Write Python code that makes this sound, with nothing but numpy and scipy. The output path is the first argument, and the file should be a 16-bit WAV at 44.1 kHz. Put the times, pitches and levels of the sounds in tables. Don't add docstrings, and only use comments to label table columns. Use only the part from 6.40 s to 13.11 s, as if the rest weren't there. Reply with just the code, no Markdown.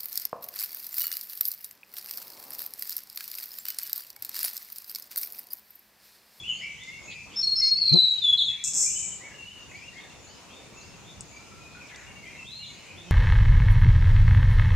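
import sys
import numpy as np
from scipy import signal
from scipy.fft import rfft, irfft, next_fast_len
from scipy.io import wavfile
from scipy.ndimage import uniform_filter1d, map_coordinates

SR = 44100
rng = np.random.default_rng(int(sys.argv[2]) if len(sys.argv) > 2 else 0)


def output_pcm(signal):
    pcm = np.clip(np.atleast_2d(signal).T, -1, 1) * 32767
    wavfile.write(sys.argv[1], SR, np.round(pcm).astype(np.int16))


def ratio_of_db(decibels):
    return 10 ** (np.asarray(decibels, float) / 20)


N = 295911

# f/Hz, t60/s
TREE_DECAY = [(1500, 0.98), (4000, 1), (8000, 0.64), (14000, 0.22)]


def singer():
    # f/Hz, depth/dB
    second_voice = [(3930, -38.5), (7860, -62)]
    # f/Hz, level/dB
    port_colour = [(5600, 0), (6900, 5.5), (8000, 0), (8800, -3), (12000, -4.5), (14000, -17),
                   (16000, -18.5)]
    # t/s, echo level/dB, hoarseness/dB
    facing = [(.95, -8, .4), (1.365, -8, .4), (1.375, -3, 1.1), (1.8, -2, 1.1), (1.815, -10, .4),
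              (1.96, -10, .4), (1.972, -3, 2.2), (2.2, -6, 2.2)]
    paths = np.zeros((2, N))
    t = np.arange(N) / SR
    waver = 17 * tremor(250)
    for k, (s, length, from_hz, to_hz, db, swell) in enumerate(phrase()):
        note = whistle(length, from_hz, to_hz, swell, edge=0.65, waver=waver[round(s * SR):])
        add(paths[k % 2], s, ratio_of_db(db) * note)
    flutter = sum(2 * ratio_of_db(db) * np.cos(2 * np.pi * hz * t) for hz, db in second_voice)
    paths = paths * (1 + flutter * (t < 1.372))
    paths = filtered(paths, lambda hz: ratio_of_db(along(port_colour, hz)))

    s, echo_db, hoarse_db = np.transpose(facing)
    paths = paths * ratio_of_db(np.interp(t, s, hoarse_db) * tremor(330)[:N])
    thrown = paths * ratio_of_db(np.interp(t, s, echo_db))
    haze = echoes(thrown, alike=0.4, near_db=9, near_t60=0.3)
    notes = panned(paths.sum(axis=0) + haze, 1.8)

    rattle = buzz()
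    rattle_haze = ratio_of_db(2) * echoes(rattle[None], alike=0.2, near_db=3, near_t60=0.3)
    return notes + panned(rattle + rattle_haze, 3.2)


def phrase():
    # t/s, length/s, end f/Hz, level/dB
    high = [(0.958, 0.057, 5380, -26.5), (1.001, 0.02, 5460, -25.5), (1.026, 0.025, 5515, -28.5),
            (1.155, 0.052, 5330, -22), (1.198, 0.013, 5405, -20), (1.216, 0.1, 5304, -30)]
    # t/s, level/dB
    flips = [
        (1.018, -36),
        (1.212, -31),
    ]
    # t/s, length/s, level/dB
    held = [(1.026, 0.056, -22.5), (1.069, 0.025, -19.5), (1.09, 0.016, -23), (1.118, 0.031, -22.5),
            (1.14, 0.044, -28), (1.218, 0.047, -20.5), (1.265, 0.029, -17), (1.31, 0.046, -23.5),
            (1.352, .026, -27.5)]
    # t/s, level/dB, drop/Hz
    trill = [(1.371, -25, 200), (1.411, -20.5, 227), (1.448, -21, 290), (1.48, -18, 499),
             (1.524, -18.5, 243), (1.556, -15.5, 251), (1.588, -18, 71.2), (1.629, -20, 223),
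             (1.666, -22, 155.5), (1.704, -24, 89.3), (1.743, -40.5, 59), (1.774, -31, 29.4)]
    # t/s, length/s, start f/Hz, end f/Hz, level/dB
    closing = [(1.815, .026, 3720, 3530, -26.5), (1.834, 0.031, 3540, 3472, -17.5),
               (1.86, 0.019, 3440, 3444, -22.5), (1.872, 0.046, 3413, 3395, -17),
               (1.921, 0.025, 3384, 3365, -16), (1.945, 0.01, 3330, 3214, -25.5),
               (1.974, .03, 4380, 3906, -27), (1.968, .02, 4000, 3960, -32), (2.0, .03, 4200, 3850, -29),
               (2.04, .03, 4300, 3900, -34), (1.978, .062, 3950, 3322, -22),
               (2.062, 0.0524, 3750, 3347, -25.5)]
    climb_hz, high_swell = 80, 0.72
    flip_s, flip_hz = 0.012, 4990
    held_hz, held_swell = 4300, 0.33
    stroke_s, stroke_swell = 0.0337, 0.24
    trill_top_hz, trill_rest_hz, trill_sink_s = 4415, 3836, 0.118
    lead_s, lead_hz, lead_db = 0.011, 330, -20

    notes = [(s, length, hz - climb_hz, hz, db, high_swell) for s, length, hz, db in high]
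    notes += [(s, flip_s, flip_hz, held_hz, db, held_swell) for s, db in flips]
    notes += [(s, length, held_hz, held_hz, db, held_swell) for s, length, db in held]
    strokes, leads = [], []
    for s, db, drop_hz in trill:
        sunk = np.exp((trill[0][0] - s) / trill_sink_s)
        land_hz = trill_rest_hz + (trill_top_hz - trill_rest_hz) * sunk
        top_hz = land_hz + drop_hz
        strokes.append((s, stroke_s, top_hz, land_hz, db, stroke_swell))
        leads.append((s - lead_s / 4, lead_s, top_hz + lead_hz, top_hz, db + lead_db, stroke_swell))
    return notes + strokes + leads + [(*note, 0.64) for note in closing]


def whistle(length, from_hz, to_hz, swell, edge, waver):
    # multiple of the pitch, level/dB
    overtones = [(2, -37), (3, -39)]
    u = np.linspace(0, 1, max(round(length * SR), 8))
    pitch_hz = to_hz + (from_hz - to_hz) * (1 - u) ** 2.394 + waver[:len(u)]
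    turns = 2 * np.pi * np.cumsum(pitch_hz) / SR
    swell_place = np.interp(u, [0, np.clip(swell, 0.05, 0.95), 1], [0, 0.5, 1])
    shape = np.sin(np.pi * swell_place) ** edge
    tone = np.sin(turns) + sum(ratio_of_db(db) * np.sin(k * turns) for k, db in overtones)
    return np.sqrt(2) * shape * tone


def buzz(rate_hz=216, life=0.0023):
    # t/s, level/dB
    effort = [(2.238, -27), (2.284, -28), (2.3, -76), (2.333, -64), (2.336, -25), (2.42, -23), (2.5, -32),
              (2.621, -34), (2.77, -46)]
    # f/Hz, density/dB per Hz
    beak = [(2530, -43.5), (4300, -7), (5300, -2), (6640, -5), (7350, -3), (8570, -3.5), (9870, -19),
            (11100, -16), (12600, -30), (13200, -45), (15000, -49)]
    # start t/s, end t/s
    breaths = [
        (2.239, 2.3),
        (2.3352, 2.77),
    ]
    fresh_hz, spent_hz = (4910, 9257), (6500, 8100)
    narrow_s, return_db = 2.46, -6
    s, effort_db = np.transpose(effort)
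    luck = rng.standard_normal((130, 3))
    beats = np.concatenate([np.arange(a, b, 1 / rate_hz) for a, b in breaths])
    beat_db = np.interp(beats, s, effort_db)
    spent = np.interp(beats, [narrow_s, s[-1]], [0, 1])[:, None] ** 0.76
    low_hz, top_hz = (full + (last - full) * spent for full, last in zip(fresh_hz, spent_hz))

    u = np.linspace(0, 1, round(life * SR))
    turns = 2 * np.pi * np.cumsum(top_hz + (low_hz - top_hz) * u, axis=1) / SR
    chirps = np.sin(np.pi * u) ** 1.04 * np.sin(turns)
    chirps = chirps + 3 * chirps ** 2
    out = np.zeros(N)
    for at, chirp, db, (late, size, back) in zip(beats, chirps, beat_db, luck):
        upward = ratio_of_db(return_db + 3 * back) * chirp[::-1]
        beat = np.concatenate([chirp, upward])
        add(out, at + 0.00045 * late, ratio_of_db(db + 2 * size) * beat)
    return 2.54 * filtered(out, lambda hz: ratio_of_db(along(beak, hz)))


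def arch():
    start_s, up_s, down_s = 6.045, 0.155, 0.056
    foot_hz, top_hz = 3150, 4200
    path = np.zeros(N)
    waver = 35 * tremor(199.3)
    up = whistle(up_s, foot_hz, top_hz, 0.98, edge=0.37, waver=waver)
    down = whistle(down_s, foot_hz, top_hz, 0.6, edge=0.25, waver=waver)[::-1]
    add(path, start_s, ratio_of_db(-47) * np.concatenate([up, ratio_of_db(0.5) * down]))
    haze = echoes(path[None], alike=0.31, near_db=8.0, near_t60=0.39)
    return panned(path + ratio_of_db(3.5) * haze, 1.6)


def flies():
    # t/s, wing f/Hz, left level/dB, right level/dB, tilt/dB per octave of overtones,
    # odd partials/dB as it turns edge-on
    passes = [
        [(1.49, 122.7, -67.5, -74, -7, 0), (1.52, 128, -15.5, -39, -17, 1), (1.545, 170.2, -7.5, -26, -8.5, 1),
         (1.56, 176.7, -14, -24.5, -3.5, -2.5), (1.578, 177.2, -11, -28, -8, -15),
         (1.595, 175.5, -34, -43, -6, -16), (1.612, 168, -40, -58, -2, -5), (1.632, 162, -30, -49, -4.5, -11.5),
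         (1.68, 159.5, -53, -60, -7, 2)],
        [(6.59, 167.7, -51, -45, -11, -1), (6.65, 170.8, -58, -45.5, -1.5, -1),
         (6.69, 181, -48, -38.5, -3.5, 0), (6.71, 177, -46, -49.5, -9, 0)],
    ]
    wing_side = [-1, 1]
    out = np.zeros((2, N))
    gust = tremor(85.0)
    for path, side in zip(passes, wing_side):
        s, *cols = np.transpose(path)
        t = np.arange(s[0], s[-1], 1 / SR)
        hz, left_db, right_db, tilt_db, odd_db = (np.interp(t, s, c) for c in cols)
        turns = 2 * np.pi * np.cumsum(hz) / SR
        odd_db = odd_db * np.array([[1], [0.3]])
        beat = 0
        for k in range(1, 9):
            partial_db = tilt_db * np.log2(k) - 2.68 * (k + 1.5) + k % 2 * odd_db
            phase = k * turns + 1.2 * (k - 1) + 0.084 * (k - 1) * gust[:len(hz)]
            beat = beat + ratio_of_db(partial_db) * np.cos(phase)
        add(out, s[0], np.sqrt(2) * beat * [ratio_of_db(left_db), side * ratio_of_db(right_db)])
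    return out


def twigs():
    # t/s, peak level/dB, f/Hz, left-right/dB
    ticks = [(0.436, -37, 5730, 12), (0.95, -39, 5330, -1), (1.519, -39, 1095, 18),
             (1.526, -42.5, 2480, 13.5), (1.537, -32, 6200, 17.5), (2.103, -38, 6460, 7),
             (2.2394, -19, 7000, 2), (2.3352, -19, 7000, -1), (4.808, -23.5, 7360, 4),
             (5.473, -42, 6500, 2), (5.559, -37, 5100, 3), (5.561, -38, 7160, 8), (5.876, -44, 6800, 3),
             (6.0308, -39.5, 6000, -1)]
    width_hz = 1780
    out = np.zeros((2, N))
    t = np.arange(1500) / SR
    fade = ratio_of_db(-60 * t / 0.0061) + 0.13 * ratio_of_db(-60 * t / 0.075)
    shape = (1 - np.exp(-t / 0.00024)) * fade
    for (s, db, hz, lr_db), noise in zip(ticks, rng.standard_normal((16, 1500))):
        crack = filtered(noise, lambda f: np.exp(-((f - hz) / width_hz) ** 2))
        add(out, s, panned(ratio_of_db(db - 2) * unit(crack) * shape, lr_db))
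    return out


def chorus():
    # t/s, level/dB
    tit_calls = [(.08, -57.5), (.62, -58.5), (1.141, -68), (1.681, -61), (3.265, -61.5), (3.798, -61),
                 (4.33, -60), (6.252, -61)]
    # delay/s, length/s, start f/Hz, end f/Hz, level/dB
    motif = [
        (0, 0.11, 7050, 6780, 5),
        (0.067, 0.047, 4050, 4680, 2.5),
        (0.096, 0.062, 4450, 5080, -2),
        (.13, .07, 4750, 5330, -3.5),
        (0.302, 0.06, 3070, 3620, 8),
        (0.342, 0.061, 3680, 3550, 7),
    ]
    # t/s, length/s, centre f/Hz,
    # width/Hz, level/dB
    scolds = [(0, .4, 2700, 1400, -56), (.04, .24, 2900, 550, -50), (.21, .19, 2250, 550, -53),
              (.68, .19, 2500, 450, -55), (.43, .1, 5800, 4000, -58), (.7, .055, 3600, 2400, -48),
              (.89, .1, 2900, 1600, -55), (1.21, .12, 5900, 1800, -47), (1.97, .2, 6900, 1200, -56),
              (1.74, .09, 3200, 800, -55), (2.07, .2, 2300, 1200, -54), (2.44, .3, 2600, 700, -57),
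              (2.81, .2, 2000, 800, -58), (3.3, .2, 2200, 700, -58), (3.52, .22, 1950, 700, -58),
              (5.3, .09, 3800, 1400, -62), (5.46, .34, 2100, 1700, -55), (5.47, .06, 3000, 2000, -58),
              (5.542, .022, 3550, 500, -56), (5.54, .14, 6800, 1600, -61), (4.07, .12, 2650, 700, -61),
              (6.22, .14, 3700, 900, -57), (5.82, .24, 2350, 1100, -54), (6.28, .43, 2500, 1300, -56)]
    direct_db, echo_db = -6, 0
    quick, quick_t60 = 2.4, 0.18
    out = np.zeros((2, N))
    waver = 38 * tremor(160)
    t = np.arange(SR // 2) / SR
    gusts_db = 3 * tremor(60)
    tit = [(s + delay, length, a, b, db + step_db, 0, 0.3)
           for s, db in tit_calls for delay, length, a, b, step_db in motif]
    leaves = rng.standard_normal((2, 4 * SR))
    starts = rng.integers(3 * SR, size=200)
    for (s, length, from_hz, to_hz, db, lr_db, swell), path in zip(sorted(far_notes() + tit), starts):
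        at = round(s * SR)
        note_waver = waver[at:] * (to_hz / 2500) ** 2
        note = ratio_of_db(db) * whistle(length, from_hz, to_hz, swell, edge=0.35, waver=note_waver)
        note = note * ratio_of_db(gusts_db[at:][:len(note)])
        decay = ratio_of_db(-60 * t / along(TREE_DECAY, to_hz)) + quick * ratio_of_db(-60 * t / quick_t60)
        tail = leaves[:, path:path + len(t)] * decay
        haze = signal.fftconvolve(note[None], tail + 0.5 * tail[::-1], axes=1)
        haze = haze * np.linalg.norm(note) / np.linalg.norm(haze, axis=1, keepdims=True)
        add(out, s, ratio_of_db(direct_db) * panned(note, lr_db))
        add(out, s, ratio_of_db(echo_db) * haze)

    for (s, length, hz, width_hz, db), noise in zip(scolds, rng.standard_normal((24, 2, SR // 2))):
        blend = noise + 2.1 * noise[::-1]
        rasp = filtered(blend, lambda f: np.exp(-((f - hz) / width_hz * 2) ** 4))[:, :round(length * SR)]
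        add(out, s, ratio_of_db(db + 3.5) * unit(rasp) * np.hanning(rasp.shape[1]) ** 0.5)
    return out


def far_notes():
    # t/s, end f/Hz, level/dB
    hooks = [(.03, 3090, -36), (.21, 2360, -38.5), (2.43, 2434, -47.5), (2.805, 2260, -48),
             (3.31, 2353, -45.5), (3.42, 2850, -47.5), (3.525, 2173, -48), (4.33, 2700, -53),
             (5.5, 1970, -60)]
    # t/s, length/s, end f/Hz, level/dB
    rising = [(0.371, 0.098, 2075, -48.5), (0.431, 0.0974, 2128, -46), (.5, 0.089, 2200, -43),
              (0.674, 0.047, 2638, -42), (1.209, 0.059, 2190, -48.5), (1.27, .05, 2474, -60),
              (1.356, .12, 2736, -53.5), (1.541, 0.051, 2710, -66.5), (6.222, 0.05, 2420, -57),
              (2.488, .04, 2880, -53), (3.045, 0.05, 2916, -46.5), (2.904, 0.086, 2850, -57),
              (3.695, 0.081, 2820, -56.5), (3.895, 0.03, 3084, -56), (4.911, 0.106, 2398, -53.5),
              (4.946, 0.087, 4920, -64), (5.56, 0.062, 2170, -63), (6.19, 0.121, 2940, -51),
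              (6.48, 0.052, 2530, -53), (6.625, .08, 2600, -57)]
    # t/s, length/s, end f/Hz, level/dB
    steady = [(0, 0.035, 3348, -42), (0.191, 0.027, 2700, -49), (.74, 0.15, 2606, -52),
              (.72, 0.051, 1967, -57), (1.48, 0.048, 2410, -47.5), (1.775, 0.03, 4930, -55),
              (2.175, 0.026, 2370, -44.5), (2.086, 0.041, 2620, -50), (3.115, 0.023, 2940, -50),
              (3.94, 0.11, 2900, -66), (4.379, 0.18, 2695, -60.5), (0.519, 0.052, 2700, -46),
              (.6, 0.12, 2200, -53), (1.62, 0.084, 2460, -59), (2.25, 0.067, 2655, -52.5),
              (2.553, 0.035, 3030, -47.5), (2.615, .032, 3034, -44), (2.665, 0.035, 3040, -51),
              (2.715, 0.03, 3030, -52), (2.905, 0.04, 1670, -55), (2.984, 0.075, 2743, -46),
              (3.17, 0.12, 2805, -54.5), (3.29, 0.034, 2494, -52), (5.0, 0.33, 1353, -59),
              (5.52, .05, 2000, -54), (5.58, .05, 1950, -54), (5.5, .03, 1720, -55), (5.61, .03, 1750, -56),
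              (4.09, .06, 2650, -57), (5.2, 0.25, 2493, -56), (5.67, 0.05, 2793, -55),
              (5.755, .04, 2790, -55), (5.68, 0.06, 2254, -57), (5.76, .04, 2250, -58),
              (5.85, .06, 3200, -59), (5.859, 0.084, 2407, -51), (6.36, 0.11, 2930, -62),
              (6.49, 0.06, 2270, -58), (6.295, 0.023, 2230, -51.5), (.76, 0.089, 2392, -50.5),
              (.09, 0.071, 3057, -42)]
    # t/s, length/s, end f/Hz, level/dB
    sagging = [(.28, 0.079, 2215, -45.5), (0.7, 0.062, 2404, -45.5), (0.928, 0.091, 4420, -56.5),
               (1.36, 0.036, 2093, -54.5), (1.841, 0.061, 2620, -49.5), (2.615, 0.05, 2320, -46),
               (2.73, .04, 2300, -53), (2.86, .04, 2150, -52), (2.698, 0.081, 2857, -53),
               (3.1, 0.102, 2830, -56), (3.47, 0.081, 2740, -59), (3.57, 0.072, 1870, -61),
               (4.878, 0.109, 6700, -59), (5.35, 0.019, 1443, -48.5), (5.46, 0.078, 2180, -54),
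               (5.83, 0.059, 2067, -47.5), (5.92, 0.063, 2145, -51), (5.97, 0.081, 2626, -46),
               (6.66, 0.068, 3050, -55.5)]
    # t/s, length/s, end f/Hz, level/dB
    falling = [(.09, 0.043, 2745, -32.5), (0.2, .12, 2614, -50), (5.4, 0.043, 2300, -49),
               (7.2, 0.031, 2035, -52), (2.87, 0.046, 1800, -58)]
    # start over end pitch [ratio], left-right/dB, place of the swell [0-1]
    bends = [
        (0.829, 6.5, 0.71),
        (.94, 3.5, 0.14),
        (1.001, 8.5, 0.1),
        (1.051, 6, 0.06),
        (1.14, 6, 0.3),
    ]
    kinds = [[(s, 0.0676, hz, db) for s, hz, db in hooks], rising, steady, sagging, falling]
    return [(s, length, bend * hz, hz, db, lr_db, swell)
            for kind, (bend, lr_db, swell) in zip(kinds, bends) for s, length, hz, db in kind]


def forest():
    # t/s, level/dB
    stream_level = [(0.0, -53.5), (6.71, -53.5)]
    # start t/s, end t/s, level/dB
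    ducks = [(0, 0.594, -6), (0.705, 0.862, -7), (1.014, 2.323, -7.5), (2.467, 2.675, -4.5),
             (3.025, 3.147, -5.5), (3.338, 3.522, -2.5), (6.058, 6.306, -6.5)]
    # f/Hz, width/Hz, level/dB
    far_drone = (965, 30, -73)
    # f/Hz, density/dB per Hz
    rumble_colour = [(15, -28.5), (25, -15.5), (64, 0.5), (91, 0.5), (146, 1), (210, -1), (270, -26.5),
                     (460, -120)]
    # f/Hz, density/dB per Hz
    stream_colour = [(120, -43), (200, -1.5), (258, 0.5), (880, -5.5), (965, -4.5), (1660, -11.5),
                     (2300, -10.5), (2990, -22.5), (5060, -120)]
    # f/Hz, density/dB per Hz
    leaf_colour = [(1290, -19.5), (2200, -8), (2590, -1), (3030, -6.5), (3490, -7.5), (3880, -7.5),
                   (5480, -8), (6730, -5), (8340, -15), (13900, -26.5), (15700, -31)]
    t = np.arange(N) / SR
    s, stream_db = np.transpose(stream_level)
    duck_db = uniform_filter1d(sum(db * ((t >= a) & (t < b)) for a, b, db in ducks), size=900)
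    hz, width_hz, db = far_drone
    hum = filtered(rng.standard_normal(N), lambda f: np.exp(-((f - hz) / width_hz) ** 2))
    stream = ratio_of_db(np.interp(t, s, stream_db)) * rush(stream_colour, patchy_db=1.5) + ratio_of_db(db) * unit(hum)
    rumble = ratio_of_db(-55.0) * rush(rumble_colour, patchy_db=2)
    leaves = ratio_of_db(-53.5) * rush(leaf_colour, patchy_db=-1.6)
    return panned(rumble + ratio_of_db(duck_db) * stream + leaves, 1)


def rush(spectrum, patchy_db):
    # f/Hz, left-right correlation [-1 to 1]
    likeness = [(60, 0.58), (180, 0.37), (550, 0.58), (1650, 0.6), (4970, 0.14), (15000, -0.0)]
    z = signal.stft(rng.standard_normal((2, N + 512)), nperseg=512)[2]
    field = uniform_filter1d(rng.standard_normal(z.shape[1:]), size=6, axis=0)
    field = uniform_filter1d(field, size=14, axis=1)
    pair = signal.istft(z * ratio_of_db(patchy_db * unit(field)), nperseg=512)[1][:, :N]

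    def mid_side(hz):
        turn = np.arccos(np.clip(along(likeness, hz), -1, 1)) / 2
        return ratio_of_db(along(spectrum, hz)) * [np.cos(turn), np.sin(turn)]

    mid, side = filtered(pair, mid_side)
    return unit(np.array([mid + side, mid - side]))


def echoes(paths, alike, near_db, near_t60):
    hz, t, z = signal.stft(rng.standard_normal((len(paths), 2, SR)), SR, nperseg=256)
    trunks = ratio_of_db(-60 * t / along(TREE_DECAY, hz)[:, None])
    branches = ratio_of_db(near_db - 60 * t / near_t60)
    tails = signal.istft(z * (trunks + branches), SR, nperseg=256)[1]
    tails = tails * ratio_of_db(2.5 * tremor(89.2)[:tails.shape[2]])
    tails = tails + alike * tails[:, ::-1]
    tails = tails / np.linalg.norm(tails[:, :1], axis=2, keepdims=True)
    tails = np.pad(tails, ((0, 0), (0, 0), (60, 0)))
    return signal.fftconvolve(paths[:, None], tails, axes=2)[..., :N].sum(axis=0)


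def tremor(rate):
    return map_coordinates(rng.standard_normal(4000), [np.arange(N + SR) * rate / SR])


def unit(x):
    return x / np.sqrt(np.mean(x ** 2) + 1e-20)


def along(points, hz):
    f, v = np.transpose(points)
    return np.interp(np.log(hz + 1), np.log(f + 1), v)


def filtered(x, response):
    m = next_fast_len(x.shape[-1] + 8192)
    spectrum = rfft(x, m) * response(np.fft.rfftfreq(m, 1 / SR))
    return irfft(spectrum, m)[..., :x.shape[-1]]


def add(track, s, sound):
    part = track[..., max(round(s * SR), 0):][..., :sound.shape[-1]]
    part += sound[..., :part.shape[-1]]


def panned(sound, lr_db):
    return sound * ratio_of_db([[lr_db / 2], [-lr_db / 2]])


def scene():
    return forest() + singer() + chorus() + flies() + twigs() + arch()


def roll_off(x):
    return signal.sosfilt(signal.butter(12, 15960, fs=SR, output="sos"), x)


def record(dry):
    mix = filtered(dry, lambda hz: hz < 15800)
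    return roll_off(mix)


dry = scene()
out = record(dry)
output_pcm(out)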